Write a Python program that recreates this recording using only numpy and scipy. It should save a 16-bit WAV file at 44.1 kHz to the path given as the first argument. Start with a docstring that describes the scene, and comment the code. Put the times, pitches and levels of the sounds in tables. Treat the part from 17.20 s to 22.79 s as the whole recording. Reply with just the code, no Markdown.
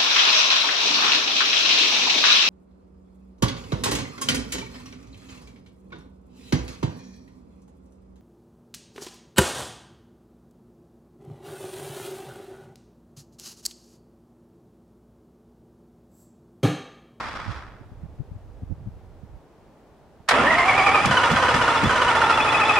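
"""A driveway: a big diesel in an open truck frame is cranked. The last attempt dies away as filtered noise,
wind bumps the microphone as low noise puffs, then the starter slams in and spins up.
Its gears whine (overtones of the tooth rate) and grind (noise pulsed by the teeth) against each compression.
One cylinder fires four times with a dull thud; each firing unloads the starter and kicks the speed up,
after which it sags again."""
import sys
import numpy as np
from scipy import signal
from scipy.fft import rfft, irfft, next_fast_len
from scipy.io import wavfile

SR = 44100
rng = np.random.default_rng(int(sys.argv[2]) if len(sys.argv) > 2 else 0)


def log_audio(samples):
    """Write samples as a 16-bit WAV file to the path given in sys.argv[1]."""
    # one column per channel
    frames = np.atleast_2d(samples).T
    # limit to full scale, then quantise
    limited = np.clip(frames, -1, 1)
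    pcm = np.round(limited * 32767).astype(np.int16)
    wavfile.write(sys.argv[1], SR, pcm)


N = 246519
TIME = np.arange(N) / SR

# a cylinder fires: start_s, speed_kick_teeth_per_s, thud_db, crack_db
FIRINGS = [(3.858, 114, -17, -16.5), (4.116, 58, -17.5, -22.5), (4.349, 12, -23.5, -39),
           (4.637, 76, -15.5, -23)]
# compression strokes: start_s, tooth_load_db (relative)
STROKES = [(3.162, -12), (3.305, -13), (3.382, -7.5), (3.482, -4.5), (3.577, -3.5), (3.663, -1),
           (3.745, -4), (3.835, -13), (3.908, 2.5), (3.968, 2.5), (4.032, -0.5), (4.099, -4.5), (4.159, 0),
           (4.222, -0.5), (4.282, 1), (4.34, 0.5), (4.411, -1.5), (4.479, -5), (4.546, -3.5), (4.613, -31),
           (4.693, -2), (4.754, -4.5), (4.814, -1), (4.88, -1), (4.95, -2.5), (5.013, -1.5), (5.094, 0),
           (5.172, -2), (5.244, -6.5), (5.319, -2), (5.398, -4), (5.48, -.5), (5.554, -2)]

START_S = 3.11  # the starter begins to turn
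FIRST_SPEED_HZ, CRANKING_SPEED_HZ = 139.97, 406.9  # gear teeth meeting per s


def from_db(db):
    """Decibels to gain."""
    return 10 ** (np.asarray(db) / 20)


def rms_one(x):
    """Scale to unit power."""
    return x / np.sqrt(np.mean(x ** 2) + 1e-20)


def at_hz(points, hz):
    """Read a table on a log-frequency axis."""
    table_hz, values = np.array(points)[:, 0], np.array(points)[:, 1]
    return np.interp(np.log(hz + 1), np.log(table_hz), values)


def drift(rate_hz):
    """Random line of rms 1 through rate_hz new values a second."""
    return rms_one(np.interp(TIME * rate_hz, np.arange(30000), rng.standard_normal(30000)))


def dull(x, cutoff_hz, order=2):
    """Low-pass."""
    sos = signal.butter(order, min(cutoff_hz, .45 * SR), fs=SR, output="sos")
    return signal.sosfilt(sos, x)


def noise(spectrum, drive=1):
    """Stereo noise, shaken by drive, then coloured; left-right correlation varies with pitch; rms 1."""
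    # pitch_hz, left_right_correlation
    likeness = [(40, 0.41), (130, 0.85), (300, 0.95), (900, 0.79), (1600, 0.79), (2800, 0.4), (5000, 0.34),
                (10000, 0.44)]
    size = next_fast_len(N + 4096)
    hz = np.fft.rfftfreq(size, 1 / SR)
    mid, side = rfft(rng.standard_normal((2, N)) * drive, size) * from_db(at_hz(spectrum, hz))
    alike = np.clip(at_hz(likeness, hz), 0, 1)
    stereo = np.sqrt(1 + alike) * mid + np.sqrt(1 - alike) * side * [[1], [-1]]
    return rms_one(irfft(stereo, size)[:, :N])


def swell(centre_s, length_s):
    """Bell-shaped envelope; length_s spans two standard deviations."""
    return np.exp(-np.minimum((2 * (TIME - centre_s) / length_s) ** 2 / 2, 30))


def blow(age_s, rise_s, t60_s):
    """Envelope of a blow at a given age: a quick rise, then an exponential decay."""
    age_s = np.maximum(age_s, 0)
    return (1 - np.exp(-age_s / rise_s)) * from_db(-60 * np.minimum(age_s / t60_s, 4))


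def overtone(teeth, multiple, rough_db=3.0, jitter_teeth=0.018):
    """One partial of the mesh; uneven teeth shake its strength, and its phase the more the higher it lies."""
    phase = 2 * np.pi * multiple * (teeth + jitter_teeth * drift(260))
    return from_db(rough_db * drift(260)) * np.sin(phase)


def housing(x):
    """The bell housing rings in its modes: two-pole resonators of alternating sign; rms 1."""
    # pitch_hz, width_hz, level_db (relative)
    modes = [(581, 186, -5), (806, 35, -4), (946, 12, -21.5), (1076, 65, -3.5), (1252.6, 38.3, 4),
             (1407, 20.7, 1), (1794, 34.5, -0.5), (1996, 10, -5.5), (2522, 19, -8.5), (3380, 39, -8),
             (4890, 29, -11), (5570, 40, -15)]
    out = 0
    for k, (hz, width_hz, db) in enumerate(modes):
        r = np.exp(-np.pi * width_hz / SR)
        poles = [1, -2 * r * np.cos(2 * np.pi * hz / SR), r * r]
        out = out + (-1) ** k * from_db(db) * (1 - r * r) * signal.lfilter([1, 0, -1], poles, x)
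    return rms_one(out)


def reflections(x, wet_db, longest_s, count=14):
    """Concrete, cab and door return a spray of early echoes, different at each ear."""
    out = x * np.ones((2, 1))
    for side, direct in zip(out, out.copy()):
        shares = (np.arange(count) + rng.random(count)) / count
        for share, sign in zip(shares, rng.choice([-1, 1], count)):
            lag = int(SR * (0.000974 + longest_s * share ** 2))
            side[lag:] += sign * from_db(wet_db - 10.6 * share) * direct[:N - lag]
    return out


def crank_speed():
    """Teeth per second: an exponential spin-up, plus a kick from each firing that friction eats away."""
    spin_up_s, kick_rise_s, kick_t60_s = .19, .02, 3.16
    approach = np.exp(-np.maximum(TIME - START_S, 0) / spin_up_s)
    spin_up = CRANKING_SPEED_HZ + (FIRST_SPEED_HZ - CRANKING_SPEED_HZ) * approach
    return spin_up + sum(kick * blow(TIME - s, kick_rise_s, kick_t60_s) for s, kick, _, _ in FIRINGS)


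def crank(speed, ripple=.04, lead_strokes=.03, slack=0.9, bite=1.6, runout=0.1):
    """Tooth count and load (mean 1): each compression loads the teeth, rebounds once and ripples the speed."""
    rebound_s, rebound_db, pinion_teeth = 0.027, -10, 9
    times, db = np.transpose(STROKES)
    stroke_times = [START_S, *times, 2 * times[-1] - times[-2]]
    stroke = np.interp(TIME, stroke_times, np.arange(len(times) + 2))
    judder = .008 * drift(200)
    teeth = np.cumsum(speed * (1 + ripple * np.cos(2 * np.pi * (stroke + lead_strokes)) + judder)) / SR

    latest = np.maximum(np.searchsorted(times, TIME) - 1, 0)
    age_s = TIME - times[latest]
    rebound = from_db(rebound_db) * blow(age_s - rebound_s, rise_s=.004, t60_s=.06)
    blows = from_db(db[latest]) * (blow(age_s, rise_s=.002, t60_s=.1) + rebound)
    # the load eases just before each stroke
    floating = 1 - .25 * (stroke % 1) ** 6
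    # the pinion runs slightly off centre and presses harder once a turn
    off_centre = 1 + runout * np.sin(2 * np.pi * teeth / pinion_teeth)
    load = (slack + bite * blows) * np.abs(floating * off_centre)
    return teeth, load / np.mean(load[TIME > START_S])


def starter(speed):
    """Pinion teeth strike the ring gear: a whine on the tooth rate, a ringing housing and a coarse grinding."""
    # gear whine: tooth_rate_multiple, level_db, growth_power (of tooth load)
    gear_orders = [(1, -5.5, 0.27), (2, -1, 0.43), (3, -3, 1.43), (4, -41, 0.83), (5, -47, 0.71),
                   (8, -21, 0.33), (9, -23.5, 0.94), (11, -34.5, 0.33), (12, -25.5, 0.35), (13, -34, 0.27)]
    # high overtone against the pitch it passes: pitch_hz, level_db
    ring_response = [(1250, -3), (1600, -6), (1830, 7), (1980, -2), (2350, -1), (2520, 1), (2630, -14),
                     (3100, -18)]
    # noise spectra: pitch_hz, level_db (relative, per Hz)
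    grind_spectrum, rumble_spectrum = [(150, -29), (260, -5.5), (360, -6.5), (520, -5.5), (700, -5.5),
                                       (1000, 3), (1400, -3), (1650, -3), (2200, -4.5), (2900, -8.5),
                                       (3700, -17.5), (5500, -34.5), (10000, -21.5), (15000, -66)], [(25, -10), (60, 5), (90, 7), (120, 6), (146, 5),
                                                      (178, -2), (255, 4), (340, -3), (520, -44.5)]
    hiss_spectrum, surge_spectrum = [(2500, -10), (4000, -2), (5200, -3), (6500, -7), (8000, -9),
                                     (9700, -13), (11500, -24), (14000, -39), (16000, -50)], [(60, -5), (150, -9), (250, 6.5), (400, -5.5),
                                                   (800, -2.5), (1400, -7), (3000, -58)]
    ring_order, whine_low_cut_hz, relief_s = 6, 554, 0.053

    teeth, load = crank(speed)
    doublings = np.log2(speed / CRANKING_SPEED_HZ)
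    relief = sum(swell(s + 0.024, relief_s) for s, *_ in FIRINGS)
    running = np.clip((TIME - START_S) / 0.023, 0, 1)

    def gain(db, db_per_doubling, relief_db):
        """Level at cranking speed, its change per doubling of speed and at each firing."""
        return from_db(db + db_per_doubling * doublings + relief_db * relief)

    # teeth hit with unequal force; each hit decays toward the next
    force = from_db(1.5 * np.clip(rng.standard_normal(N), -2, 2))[teeth.astype(int)]
    hits = force * (.5 + np.exp(-3 * (teeth % 1)))
    coarse = dull(noise(grind_spectrum, hits), 7000, order=4)
    grind = gain(-22.5, -3.5, relief_db=0) * load ** .42 * coarse

    strikes = noise([(100, 0), (10000, 0.018)], hits * load ** 1.38)
    body = dull(gain(-25, -3, relief_db=0.5) * housing(strikes), 4600)

    partials = sum(from_db(db) * load ** growth * overtone(teeth, k) for k, db, growth in gear_orders)
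    whine = gain(-21.5, -1.7, relief_db=-7) * partials
    # the gears radiate little low down
    low_cut = signal.butter(4, whine_low_cut_hz, "high", fs=SR, output="sos")
    whine = signal.sosfilt(low_cut, whine)

    # one high overtone rings under load, most where it crosses a mode of the housing
    strain = load ** 3 / (1 + .3 * load ** 3)
    ring_hz = ring_order * np.gradient(teeth) * SR
    response = from_db(at_hz(ring_response, ring_hz))
    ring = gain(-17.5, 0, relief_db=-9) * response * strain * overtone(teeth, ring_order)
    tones = whine + reflections(ring, wet_db=-11.0, longest_s=.012)

    rumble = gain(-36, 1, relief_db=6.8) * noise(rumble_spectrum)
    # a brief low surge swells as the starter takes hold
    surge = from_db(-25.5) * swell(3.23, length_s=0.13) * noise(surge_spectrum)
    hiss = gain(-41.5, 1, relief_db=0.56) * load ** .75 * noise(hiss_spectrum, force)
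    hiss = reflections(hiss, wet_db=-6, longest_s=.016)
    return running * (grind + body + tones + rumble + surge + hiss)


def motor_chirps(speed, centre_hz=3450, glide_hz_per_s=4500, peak_db=-27,
                 best_speed_hz=445, off_speed_db_per_hz=0.25):
    """Freed after a stroke, the motor speeds up and sweeps through a case resonance, earlier at high speed."""
    # chirp position between two strokes: speed_teeth_per_s, interval_share
    chirp_place = [(440, .82), (450, .72), (460, .45), (500, .3)]
    length_s = .021
    out, times = np.zeros(N), [s for s, _ in STROKES]
    for start, end in zip(times, times[1:]):
        rate_hz = np.interp(start, TIME, speed)
        centre_s = start + np.interp(rate_hz, *np.transpose(chirp_place)) * (end - start)
        near = np.abs(TIME - centre_s) < .06
        age_s = TIME[near] - centre_s
        tone = np.sin(2 * np.pi * (centre_hz * age_s + glide_hz_per_s * age_s ** 2 / 2))
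        level = from_db(peak_db - off_speed_db_per_hz * abs(rate_hz - best_speed_hz))
        out[near] += level * np.exp(-2 * (age_s / length_s) ** 2) * tone
    return reflections(out, wet_db=-13, longest_s=.006)


def engagement():
    """The solenoid snaps shut, then the pinion hits the ring gear: decaying bursts of metallic noise."""
    # start_s, level_db, ring_t60_s, low_pass_hz
    clacks = [(3.078, -28, 0.091, 2500), (3.086, -3.5, 0.06, 10500), (3.108, -0.5, 0.06, 1730)]
    # pitch_hz, level_db (relative, per Hz)
    clack_spectrum = [(100, -22), (350, -16), (800, 2.5), (1700, 4.5), (2600, -3), (3600, -2.5), (5500, -9),
                      (10000, -15), (15000, -35)]
    metal = noise(clack_spectrum)
    out = 0
    for s, db, t60_s, cutoff_hz in clacks:
        burst = metal * blow(TIME - s, rise_s=0.005, t60_s=t60_s)
        out = out + from_db(db) * dull(burst, cutoff_hz, order=1)
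    return out


def firings():
    """A lone combustion: a crack from the block and a thud from the exhaust, both noise bursts."""
    # pitch_hz, level_db (relative, per Hz)
    thud_spectrum = [(25, -20), (70, -3), (140, 0), (230, -5), (400, -20), (1200, -45)]
    crack_spectrum = [(1500, -3), (4000, 0), (9000, -10), (15000, -30)]
    thud = sum(from_db(db) * blow(TIME - s + 0.012, rise_s=0.0074, t60_s=0.3) for s, _, db, _ in FIRINGS)
    crack = sum(from_db(db) * blow(TIME - s + .002, rise_s=.002, t60_s=.04) for s, _, _, db in FIRINGS)
    return thud * dull(noise(thud_spectrum), 5000) + crack * noise(crack_spectrum)


def run_down():
    """The engine's rush, the housing ringing in it, fades slowly, then fast past the stall, treble first."""
    # pitch_hz, level_db (relative, per Hz)
    rush_spectrum = [(100, -7), (300, -7.5), (500, -10.5), (800, -4.5), (1250, 0), (1700, -5), (2300, -10),
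                     (3000, -16.5), (4000, -18), (5500, -24.5), (7000, -31), (10000, -39.5), (14000, -57)]
    ringing_spectrum = [(900, -12), (1800, -3), (2500, -6), (3400, 0), (5500, 3), (8000, -12)]
    level_db, fade_db_per_s = -32, 21
    stall_s, stall_fade_db_per_s, treble_fade_db_per_s = 0.37, 43, 48
    stalled_s = np.maximum(TIME - stall_s, 0)
    rasp = from_db(2 * drift(400))
    ringing = .25 * housing(noise(ringing_spectrum, rasp))
    rush = noise(rush_spectrum, rasp) + ringing
    low = dull(rush, 2300, order=1)
    treble = from_db(-treble_fade_db_per_s * stalled_s) * (rush - low)
    fade = from_db(level_db - fade_db_per_s * TIME - stall_fade_db_per_s * stalled_s)
    return fade * (low + treble)


def wind():
    """Eddies at the microphone: a lumpy low flutter with single buffets, over the quiet outdoor air."""
    # strongest buffets: start_s (centre), level_db, length_s, left_right_db
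    buffets = [(0.294, -37, 0.045, -25.5), (0.613, -42.5, .013, -18), (0.724, -37, 0.0089, 13),
               (.844, -40, 0.021, -25), (1.006, -38.5, 0.018, 29), (1.121, -41.5, 0.012, 28),
               (1.159, -39.5, 0.012, 23), (1.431, -27.5, 0.013, 6.5), (1.515, -33, 0.024, -20.5),
               (1.612, -40.5, 0.069, -7), (1.674, -29.5, 0.015, 14), (2.04, -42.5, 0.014, -20),
               (3.006, -48, 0.011, -9)]
    # noise spectra: pitch_hz, level_db (relative, per Hz)
    gust_spectrum, air_spectrum = [(20, -21), (40, 1.5), (70, 1.5), (110, -4), (170, -16), (280, -27),
                                   (600, -68)], [(25, -11), (50, 2.5), (100, -3), (250, -3.5), (500, -4.5),
                                                 (800, -8), (1300, -17.5), (2000, -24), (3000, -28.5),
                                                 (5000, -32.5), (9000, -39), (14000, -43.5)]
    eddy_spectrum = [(20, -17), (50, -12), (90, 1.0), (250, -9.0), (600, -26), (2000, -49)]
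    gust_db, gust_lumps_db, gust_pan_db, air_db = -44.5, 2, -5, -53
    gust_end_s, gust_drop_s, buffet_edge_hz = 2.18, 0.014, 188

    sides = np.array([[.5], [-.5]])
    blowing = np.clip((gust_end_s - TIME) / gust_drop_s + 1, 0, 1)
    gust_level = from_db(gust_db + gust_lumps_db * drift(35.07) + gust_pan_db * sides)
    flutter = blowing * gust_level * noise(gust_spectrum)
    out = flutter + from_db(air_db) * noise(air_spectrum)
    eddies = noise(eddy_spectrum)
    for s, db, length_s, pan_db in buffets:
        near = np.abs(TIME - s) < .15
        shape = swell(s, length_s)[near]
        puff = dull(eddies[:, near] * shape, buffet_edge_hz)
        out[:, near] += from_db(db + pan_db * sides) * rms_one(puff) * np.sqrt(np.mean(shape ** 2))
    return out


def scene():
    """The truck stands slightly to the right."""
    speed = crank_speed()
    truck = starter(speed) + motor_chirps(speed) + engagement() + firings() + run_down()
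    return truck * from_db([[-.5], [.5]]) + wind()


def record(dry):
    """Peaks are rounded, the top is cut."""
    rounded = 1.2 * np.tanh(dry / 1.2)
    top_cut = signal.ellip(10, .1, 80, 15750, fs=SR, output="sos")
    return signal.sosfilt(top_cut, rounded)


dry = scene()
out = record(dry)
log_audio(out)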